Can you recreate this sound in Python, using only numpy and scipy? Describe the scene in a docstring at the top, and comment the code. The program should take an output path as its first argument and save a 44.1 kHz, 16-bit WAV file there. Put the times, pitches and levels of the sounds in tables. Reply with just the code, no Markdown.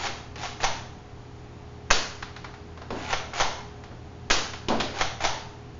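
"""Toy disc blaster in a small, bare room

A spring-powered plastic blaster is cocked and fired twice over a table, then cocked again. Its slide
scrapes along rails and clacks on its stops; each shot slams an arm home and the disc clatters down.
Furniture booms under a few dull bumps. Mains hum and room noise beneath; narrow-band microphone."""
import sys
import numpy as np
from scipy import signal
from scipy.fft import rfft, irfft, next_fast_len
from scipy.io import wavfile
from scipy.ndimage import map_coordinates

SR = 44100
rng = np.random.default_rng(int(sys.argv[2]) if len(sys.argv) > 2 else 0)


def unload_audio(sound):
    """Save the sound as a 16-bit wav file, at the path given as the first command line argument."""
    columns = np.transpose(np.atleast_2d(sound))
    # keep every value between -1 and 1, then stretch to whole-number steps
    steps = np.round(np.clip(columns, -1, 1) * 32767)
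    wavfile.write(sys.argv[1], SR, steps.astype(np.int16))


N = 255457
TAIL_S = np.arange(SR * 2 // 3) / SR  # time axis of one impact

# slide drawn back: (stop time [s], travel [s], clack [dB], rub [dB], treble [dB], bass [dB])
PULL_STROKES = [(0.0619, 0.17, -20.5, -28.5, -3, -7), (.4569, 0.086, -26.5, -31, -2, -6),
                (3.1287, .19, -15, -31.5, -4.5, 2.5), (5.0111, 0.069, -13, -28, -3, -1.5)]
# slide rammed home: (stop time [s], travel [s], clack [dB], rub [dB], treble [dB], barrel ring [dB])
PUSH_STROKES = [(.640, 0.038, -13.5, -26, -1.5, -6.5), (3.4069, .073, -13, -24.5, -1.5, -2.5),
                (5.2484, .044, -14, -23.5, -1.5, -4)]


def shots(level_db, t60_s, spring_db, wet_db):
    """The catch lets go, the arm slams home and bounces; the spring rings on."""
    # trigger pulls: (release time [s], level [dB], arm flight [s], arm knock [dB])
    triggers = [(1.9042, -4, .0058, -1), (4.301, -4, .0072, -10)]
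    # stiff arm on its stop: (frequency [Hz], level [dB], t60 [s])
    arm_modes = [(1350, -8, 0.0068), (1640, 8.5, 0.0093), (2050, 2, 0.0075), (2490, 0.5, 0.011),
                 (6190, -5.5, 0.04)]
    # spring and arm ringing: (frequency [Hz], level [dB], t60 [s])
    spring_modes = [(1120, -5, 0.075), (1140, -6.5, .12), (1460, -6, 0.047), (1665, -3, 0.17),
                    (1970, -19, 0.24), (2550, 2, 0.23), (3079, -4, .3), (3720, -8, .18), (3800, -3.5, .16),
                    (4400, -7, 0.17), (4400, -6, 0.27), (4510, 3.5, 0.26), (4642, -10, 0.15),
                    (6070, -19, 0.28), (6100, -8, .25)]
    # snap: (frequency [Hz], gain [dB])
    snap_spectrum = [(88, -23.5), (150, -10.5), (279, -8), (1030, -2), (1270, -3.5), (1600, -4),
                     (2250, -7.5), (2870, -6), (3550, -10), (3850, -9.5), (4760, -10.5), (6180, -8),
                     (7400, -13.5), (9620, -57), (16300, -120)]
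    out = np.zeros(N)
    knock = unit_energy(sum(amp(db - 60 * TAIL_S / decay_s) * np.sin(2 * np.pi * hz * TAIL_S)
                            for hz, db, decay_s in arm_modes))  # one blow: all modes start in phase
    rise = attack(.0012)  # builds up through the shell
    for release_s, db, flight_s, arm_db in triggers:
        slam_s = release_s + flight_s
        contacts = [(release_s, -4, -10), (slam_s, 0, arm_db), (slam_s + .003, -8.5, -12)]
        for at_s, force_db, knock_db in contacts:
            snap = crack(t60_s, snap_spectrum, wet_db) + amp(spring_db) * ring(spring_modes, wet_db=-1.5)
            add(out, at_s, amp(db + force_db + level_db) * (snap * rise + amp(knock_db) * knock))
    return out


def slide_clacks(level_db, t60_s, shell_db, wet_db):
    """Plastic on plastic: a crack and a short shell ring; the forward slam sounds the barrel most."""
    # slide impact: (frequency [Hz], gain [dB])
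    clack_spectrum = [(88, -37.5), (150, -3), (279, -19), (684, 2), (818, -1), (1130, -2.5), (2210, -6.5),
                      (2920, -6.5), (3380, -5), (4840, -11), (6180, -5), (7050, -15), (7400, -43),
                      (9620, -65.5), (16300, -120)]
    # hollow plastic shell: (frequency [Hz], level [dB], t60 [s])
    shell_modes = [(521, 0, 0.037), (676, -9.5, 0.08), (787, 3.5, .09), (914, -13, 0.038), (1110, -7, 0.14),
                   (1353, -0.5, 0.055), (1740, -10, 0.019), (1808, -6.5, 0.076), (2157, -2.5, 0.1),
                   (3300, -12, 0.1), (3730, -22, 0.073), (4666, -5.5, 0.04), (5470, -12, 0.14),
                   (5940, -6, 0.047)]
    # air in the barrel: (frequency [Hz], level [dB], t60 [s])
    barrel_modes = [(674, -7.5, 0.015), (762, -6, 0.073), (876, 6.5, 0.033), (907, 2, 0.063),
                    (970, 6, 0.03), (1080, -10.5, 0.013)]
    catch_s, catch_db = .024, -24.5  # ridden over ahead of the rear stop
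    seat_s, seat_db = .0075, -5.5  # breech seats ahead of the front stop
    rebound_s, rebound_db, unlatch_db = .0063, -3.5, -26.5
    out = np.zeros(N)

    def strike(at_s, db, treble_db, bass_db, mid_db, barrel_db):
        """One contact of the slide."""
        hit = crack(t60_s, clack_spectrum, wet_db) + amp(shell_db) * ring(shell_modes, wet_db=-6)
        hit += amp(barrel_db) * ring(barrel_modes, wet_db=4)
        hit = coloured(hit, lambda hz: contact_tone_db(hz, bass_db, mid_db, treble_db))
        add(out, at_s, amp(db + level_db) * hit)

    for stop_s, _, db, _, treble_db, bass_db in PULL_STROKES:
        strike(stop_s - catch_s, catch_db, treble_db=-2.5, bass_db=-13.5, mid_db=-1, barrel_db=-22.5)
        strike(stop_s, db, treble_db, bass_db, mid_db=1.5, barrel_db=-19)
        strike(stop_s + rebound_s, db + rebound_db, treble_db, bass_db, mid_db=3, barrel_db=-17.5)
    for stop_s, travel_s, db, _, treble_db, ring_db in PUSH_STROKES:
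        strike(stop_s - travel_s, unlatch_db, treble_db=-13, bass_db=-4, mid_db=4, barrel_db=-17.5)
        strike(stop_s - seat_s, db + seat_db, treble_db, bass_db=2.5, mid_db=4.5, barrel_db=ring_db)
        strike(stop_s, db, treble_db, bass_db=1.6, mid_db=-1.1, barrel_db=ring_db)
        strike(stop_s + rebound_s, db + rebound_db, treble_db, bass_db=-7.5, mid_db=4, barrel_db=ring_db)
    return out


def slide_scrape(level_db, slips_per_s, spread_db, rub_db, wet_db):
    """The slide rubs along its rails in tiny uneven slips, harder as it nears the stop."""
    # rail friction: (frequency [Hz], gain [dB])
    spectrum = [(180, -54), (300, -11), (595, -11), (788, -1), (964, -8), (1560, -13.5), (2460, -11.5),
                (2740, -13), (6050, -17.5), (6830, -17), (7400, -18), (9620, -55.5), (16300, -120)]
    swell_db, swell_power, overrun_s = 11.5, 1.57, .0071
    out = np.zeros(N)
    for stop_s, travel_s, _, db, treble_db, _ in PULL_STROKES + PUSH_STROKES:
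        count = int((travel_s + overrun_s) * SR)
        slipping = rng.random(SR // 2) < slips_per_s / SR
        slip_size = amp(spread_db * rng.standard_normal(SR // 2))
        rub = rng.standard_normal(SR // 2)
        friction = unit_rms(slipping * slip_size * np.sign(rub)) + amp(rub_db) * rub
        scrape = coloured(friction, lambda hz: along(spectrum, hz) + contact_tone_db(hz, -4, 1.6, treble_db))
        ramp_db = swell_db * (np.linspace(0, 1, count) ** swell_power - 1)
        envelope = amp(level_db + db + ramp_db) * signal.windows.tukey(count, .15)
        add(out, stop_s - travel_s, in_room(unit_rms(scrape[:count]) * envelope, wet_db))
    return out


def contact_tone_db(hz, bass_db, mid_db, treble_db):
    """Tone balance set by the point of contact."""
    return along([(450, bass_db), (900, .007), (1600, mid_db), (2700, .0091), (4500, treble_db)], hz)


def clatter(level_db, t60_s, wet_db):
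    """The disc bounces, the shell shifts in the hands: heavy parts knock, hard edges click."""
    # light contacts: (time [s], level [dB], knock [dB], brightness [dB])
    ticks = [(0.3568, -32, 5.5, 8), (2.224, -27, -22, 2.5), (2.3627, -33.5, -15, 7),
             (2.4429, -30.5, -18, -1), (2.5392, -39, -17, 4.5), (2.7737, -39, -5, 1.5),
             (2.8162, -33.5, -1, -2), (2.9042, -26.5, 5, 3.5), (3.8368, -38.5, -12, 3),
             (3.9123, -37.5, 9, -6), (4.5342, -29, -16.5, 6), (4.6843, -21, -8, 23), (4.8001, -18, 0, 8.5),
             (4.8057, -21.5, -5, 13), (4.9395, -36, -1, 3), (4.9667, -32, -18.5, -3)]
    out = np.zeros(N)
    for at_s, db, knock_db, bright_db in ticks:
        spectrum = [(120, knock_db - 7.5), (450, knock_db), (800, .68), (1500, -.81),
                    (2600, bright_db - 11), (4000, bright_db - 14.5),
                    (5500, bright_db - 18), (7000, bright_db - 22.5)]
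        add(out, at_s, amp(db + level_db) * crack(t60_s, spectrum, wet_db) * attack(.0011))
    return out


def furniture_bumps(level_db, thud_db, t60_s, wet_db):
    """Soft blows set wooden furniture booming: a first touch, then the full weight."""
    # blows: (time [s], level [dB], bass [dB], settling time [s])
    bumps = [(.062, -39, 0, 0.018), (2.903, -28.5, 5.5, 0.022), (4.684, -17.5, -3.5, .016),
             (4.803, -32.5, 8.5, 0.015)]
    # furniture: (frequency [Hz], level [dB], t60 [s])
    wood_modes = [(229.3, -8.5, 0.71), (270, -8, 0.22), (338, 0, 0.087), (370, 3.5, 0.085), (423, -6, 0.13),
                  (480, -16, 0.13), (569, -9, 0.2), (692, -13.5, 0.22), (750, -18, .25), (898, -9.5, 0.26),
                  (996, -10.5, 0.38), (1095, -12.5, 0.27), (1370, -15.5, .08)]
    # thud: (frequency [Hz], gain [dB])
    thud_spectrum = [(90, -15.5), (160, -13), (230, -4.5), (380, -6.5), (600, -7.5), (850, -10),
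                     (1500, -19.5), (4000, -40)]
    out = np.zeros(N)
    for touch_s, db, bass_db, settle_s in bumps:
        for at_s, force_db in [(touch_s, -2.5), (touch_s + settle_s, 0)]:
            boom = ring(wood_modes, wet_db=-18) + amp(thud_db) * crack(t60_s, thud_spectrum, wet_db)
            boom = coloured(boom, lambda hz: along([(160, bass_db), (330, .5), (600, 0), (1400, 1.5)], hz))
            add(out, at_s, amp(db + force_db + level_db) * boom * attack(.0007))
    return out


def background(air_db, hum_db, waver_db):
    """Soft room noise and the slightly unsteady hum of an appliance."""
    # room noise: (frequency [Hz], gain [dB])
    air_spectrum = [(12, -26.5), (20, -3), (54, -7.5), (69, -4), (125, -6), (148, -7), (312, -10.5),
                    (380, -13.5), (409, -22), (475, -24), (511, -20), (741, -14.5), (860, -17.5),
                    (1410, -24), (7400, -37.5), (9620, -73), (16300, -120)]
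    # hum: (frequency [Hz], level [dB])
    hum_tones = [(81.5, -51.5), (119.5, -51), (413, -57), (473, -65.5), (726, -66)]
    t = np.arange(N) / SR
    air = unit_rms(coloured(rng.standard_normal(N + SR), lambda hz: along(air_spectrum, hz))[SR:])
    hum = np.zeros(N)
    for hz, db in hum_tones:
        peak = np.sqrt(2) * amp(db + waver_db * wobble(4.9))
        hum += peak * np.sin(2 * np.pi * hz * t + .69 * wobble(1.87))
    return amp(air_db) * air + amp(hum_db) * hum


def room_response():
    """Early wall echoes and a diffuse tail, drawn anew on each call."""
    # reverberation time: (frequency [Hz], t60 [s])
    decay = [(150, 0.78), (500, 0.68), (1400, 0.69), (3700, 0.56), (7000, 0.59)]
    # tail spectrum: (frequency [Hz], gain [dB])
    colour = [(150, -3.5), (400, 0.5), (650, 0), (900, -3), (1400, -1), (2500, -0.5), (4300, 4.5),
              (7000, -0.5)]
    hz, t, noise = signal.stft(rng.standard_normal(len(TAIL_S)), SR, nperseg=256)
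    shape = amp(along(colour, hz)[:, None] - 60 * t / along(decay, hz)[:, None])
    tail = signal.istft(noise * shape, SR, nperseg=256)[1][:len(TAIL_S)] * attack(.0058)
    response = tail / np.linalg.norm(tail)
    echoes_s = rng.uniform(.0045, .026, size=8)
    response[(echoes_s * SR).astype(int)] += amp(-21.5) * rng.choice([-1, 1], size=8)
    return response


def in_room(x, wet_db):
    """x plus its reverberation."""
    return np.pad(x, (0, len(TAIL_S) - 1)) + amp(wet_db) * signal.fftconvolve(x, room_response())


def ring(modes, wet_db):
    """Decaying modes in the room, struck at new strengths each time."""
    hz, db, t60_s = np.transpose(modes)[:, :, None]
    db = db + 2 * rng.standard_normal(hz.shape)
    t = TAIL_S[:len(TAIL_S) // 2]
    tones = amp(db - 60 * t / t60_s) * np.sin(2 * np.pi * (hz * t + rng.random(hz.shape)))
    return unit_energy(in_room(tones.sum(axis=0), wet_db)[:len(TAIL_S)])


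def crack(t60_s, spectrum, wet_db):
    """Dense, fast-dying response to a blow, with its wash in the room."""
    burst = unit_energy(rng.standard_normal(len(TAIL_S)) * amp(-60 * TAIL_S / t60_s))
    wash = amp(wet_db) * unit_energy(room_response())
    return unit_energy(coloured(burst + wash, lambda hz: along(spectrum, hz)))


def coloured(x, gain_db):
    """x through the minimum-phase filter with response gain_db(hz)."""
    size = 2 * next_fast_len(len(x) // 2 + 4096)
    gain = amp(gain_db(np.fft.rfftfreq(size, 1 / SR)))
    cepstrum = irfft(np.log(np.maximum(gain, 1e-6)))
    cepstrum[1:size // 2] *= 2
    cepstrum[size // 2 + 1:] = 0
    return irfft(rfft(x, size) * np.exp(rfft(cepstrum)))[:len(x)]


def attack(rise_s):
    """Exponential onset of an impact."""
    return 1 - np.exp(-TAIL_S / rise_s)


def wobble(rate_hz):
    """Smooth random curve with knots at rate_hz."""
    knots = rng.standard_normal(int(N * rate_hz / SR) + 4)
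    return map_coordinates(knots, [np.arange(N) * rate_hz / SR])


def along(points, hz):
    """Interpolate (frequency [Hz], value) points on a log axis."""
    knots_hz, values = np.transpose(points)
    return np.interp(np.log(hz + 1), np.log(knots_hz + 1), values)


def amp(db):
    """dB to gain."""
    return 10 ** (np.asarray(db) / 20)


def unit_rms(x):
    """x at rms 1."""
    return x / np.sqrt(np.mean(x ** 2) + 1e-20)


def unit_energy(x):
    """x with the energy of 5 ms at rms 1."""
    return x / np.sqrt(np.sum(x ** 2) / (.005 * SR) + 1e-20)


def add(track, at_s, x):
    """Mix x into track from at_s."""
    first = round(at_s * SR)
    part, x = track[max(first, 0):], x[max(-first, 0):]
    part[:len(x)] += x[:len(part)]


def scene():
    """Mono mix of blaster, clatter, furniture and background."""
    mix = shots(level_db=-6.5, t60_s=.027, spring_db=-13.5, wet_db=-.8)
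    mix += slide_clacks(level_db=-4, t60_s=.052, shell_db=-4, wet_db=-2)
    mix += clatter(level_db=.96, t60_s=.054, wet_db=-3.5)
    mix += slide_scrape(level_db=-1.05, slips_per_s=350, spread_db=1, rub_db=1, wet_db=-1.5)
    mix += furniture_bumps(level_db=-1, thud_db=3.5, t60_s=.27, wet_db=7)
    mix += background(air_db=-45.5, hum_db=2.5, waver_db=1.5)
    return mix[None]


def record(dry):
    """Lopsided microphone: loud bursts push its bias off and it drifts back; soft peaks, narrow band."""
    ceiling, top_hz = .85, 7080
    rectified = np.hypot(dry, .05) - .05
    bias = signal.sosfilt(signal.butter(1, [4, 16], "band", fs=SR, output="sos"), rectified)
    bias = signal.sosfilt(signal.butter(1, [2.2, 130], "band", fs=SR, output="sos"), bias)
    shifted = dry + amp(9.5) * bias
    rounded = shifted / (1 + np.abs(shifted / ceiling) ** 6) ** (1 / 6)
    size = next_fast_len(N + SR // 2)
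    hz = np.fft.rfftfreq(size, 1 / SR)
    lowpass = 1 / np.sqrt(1 + (hz / top_hz) ** 110)
    return irfft(rfft(rounded, size) * lowpass, size)[..., :N]


dry = scene()
out = record(dry)
unload_audio(out)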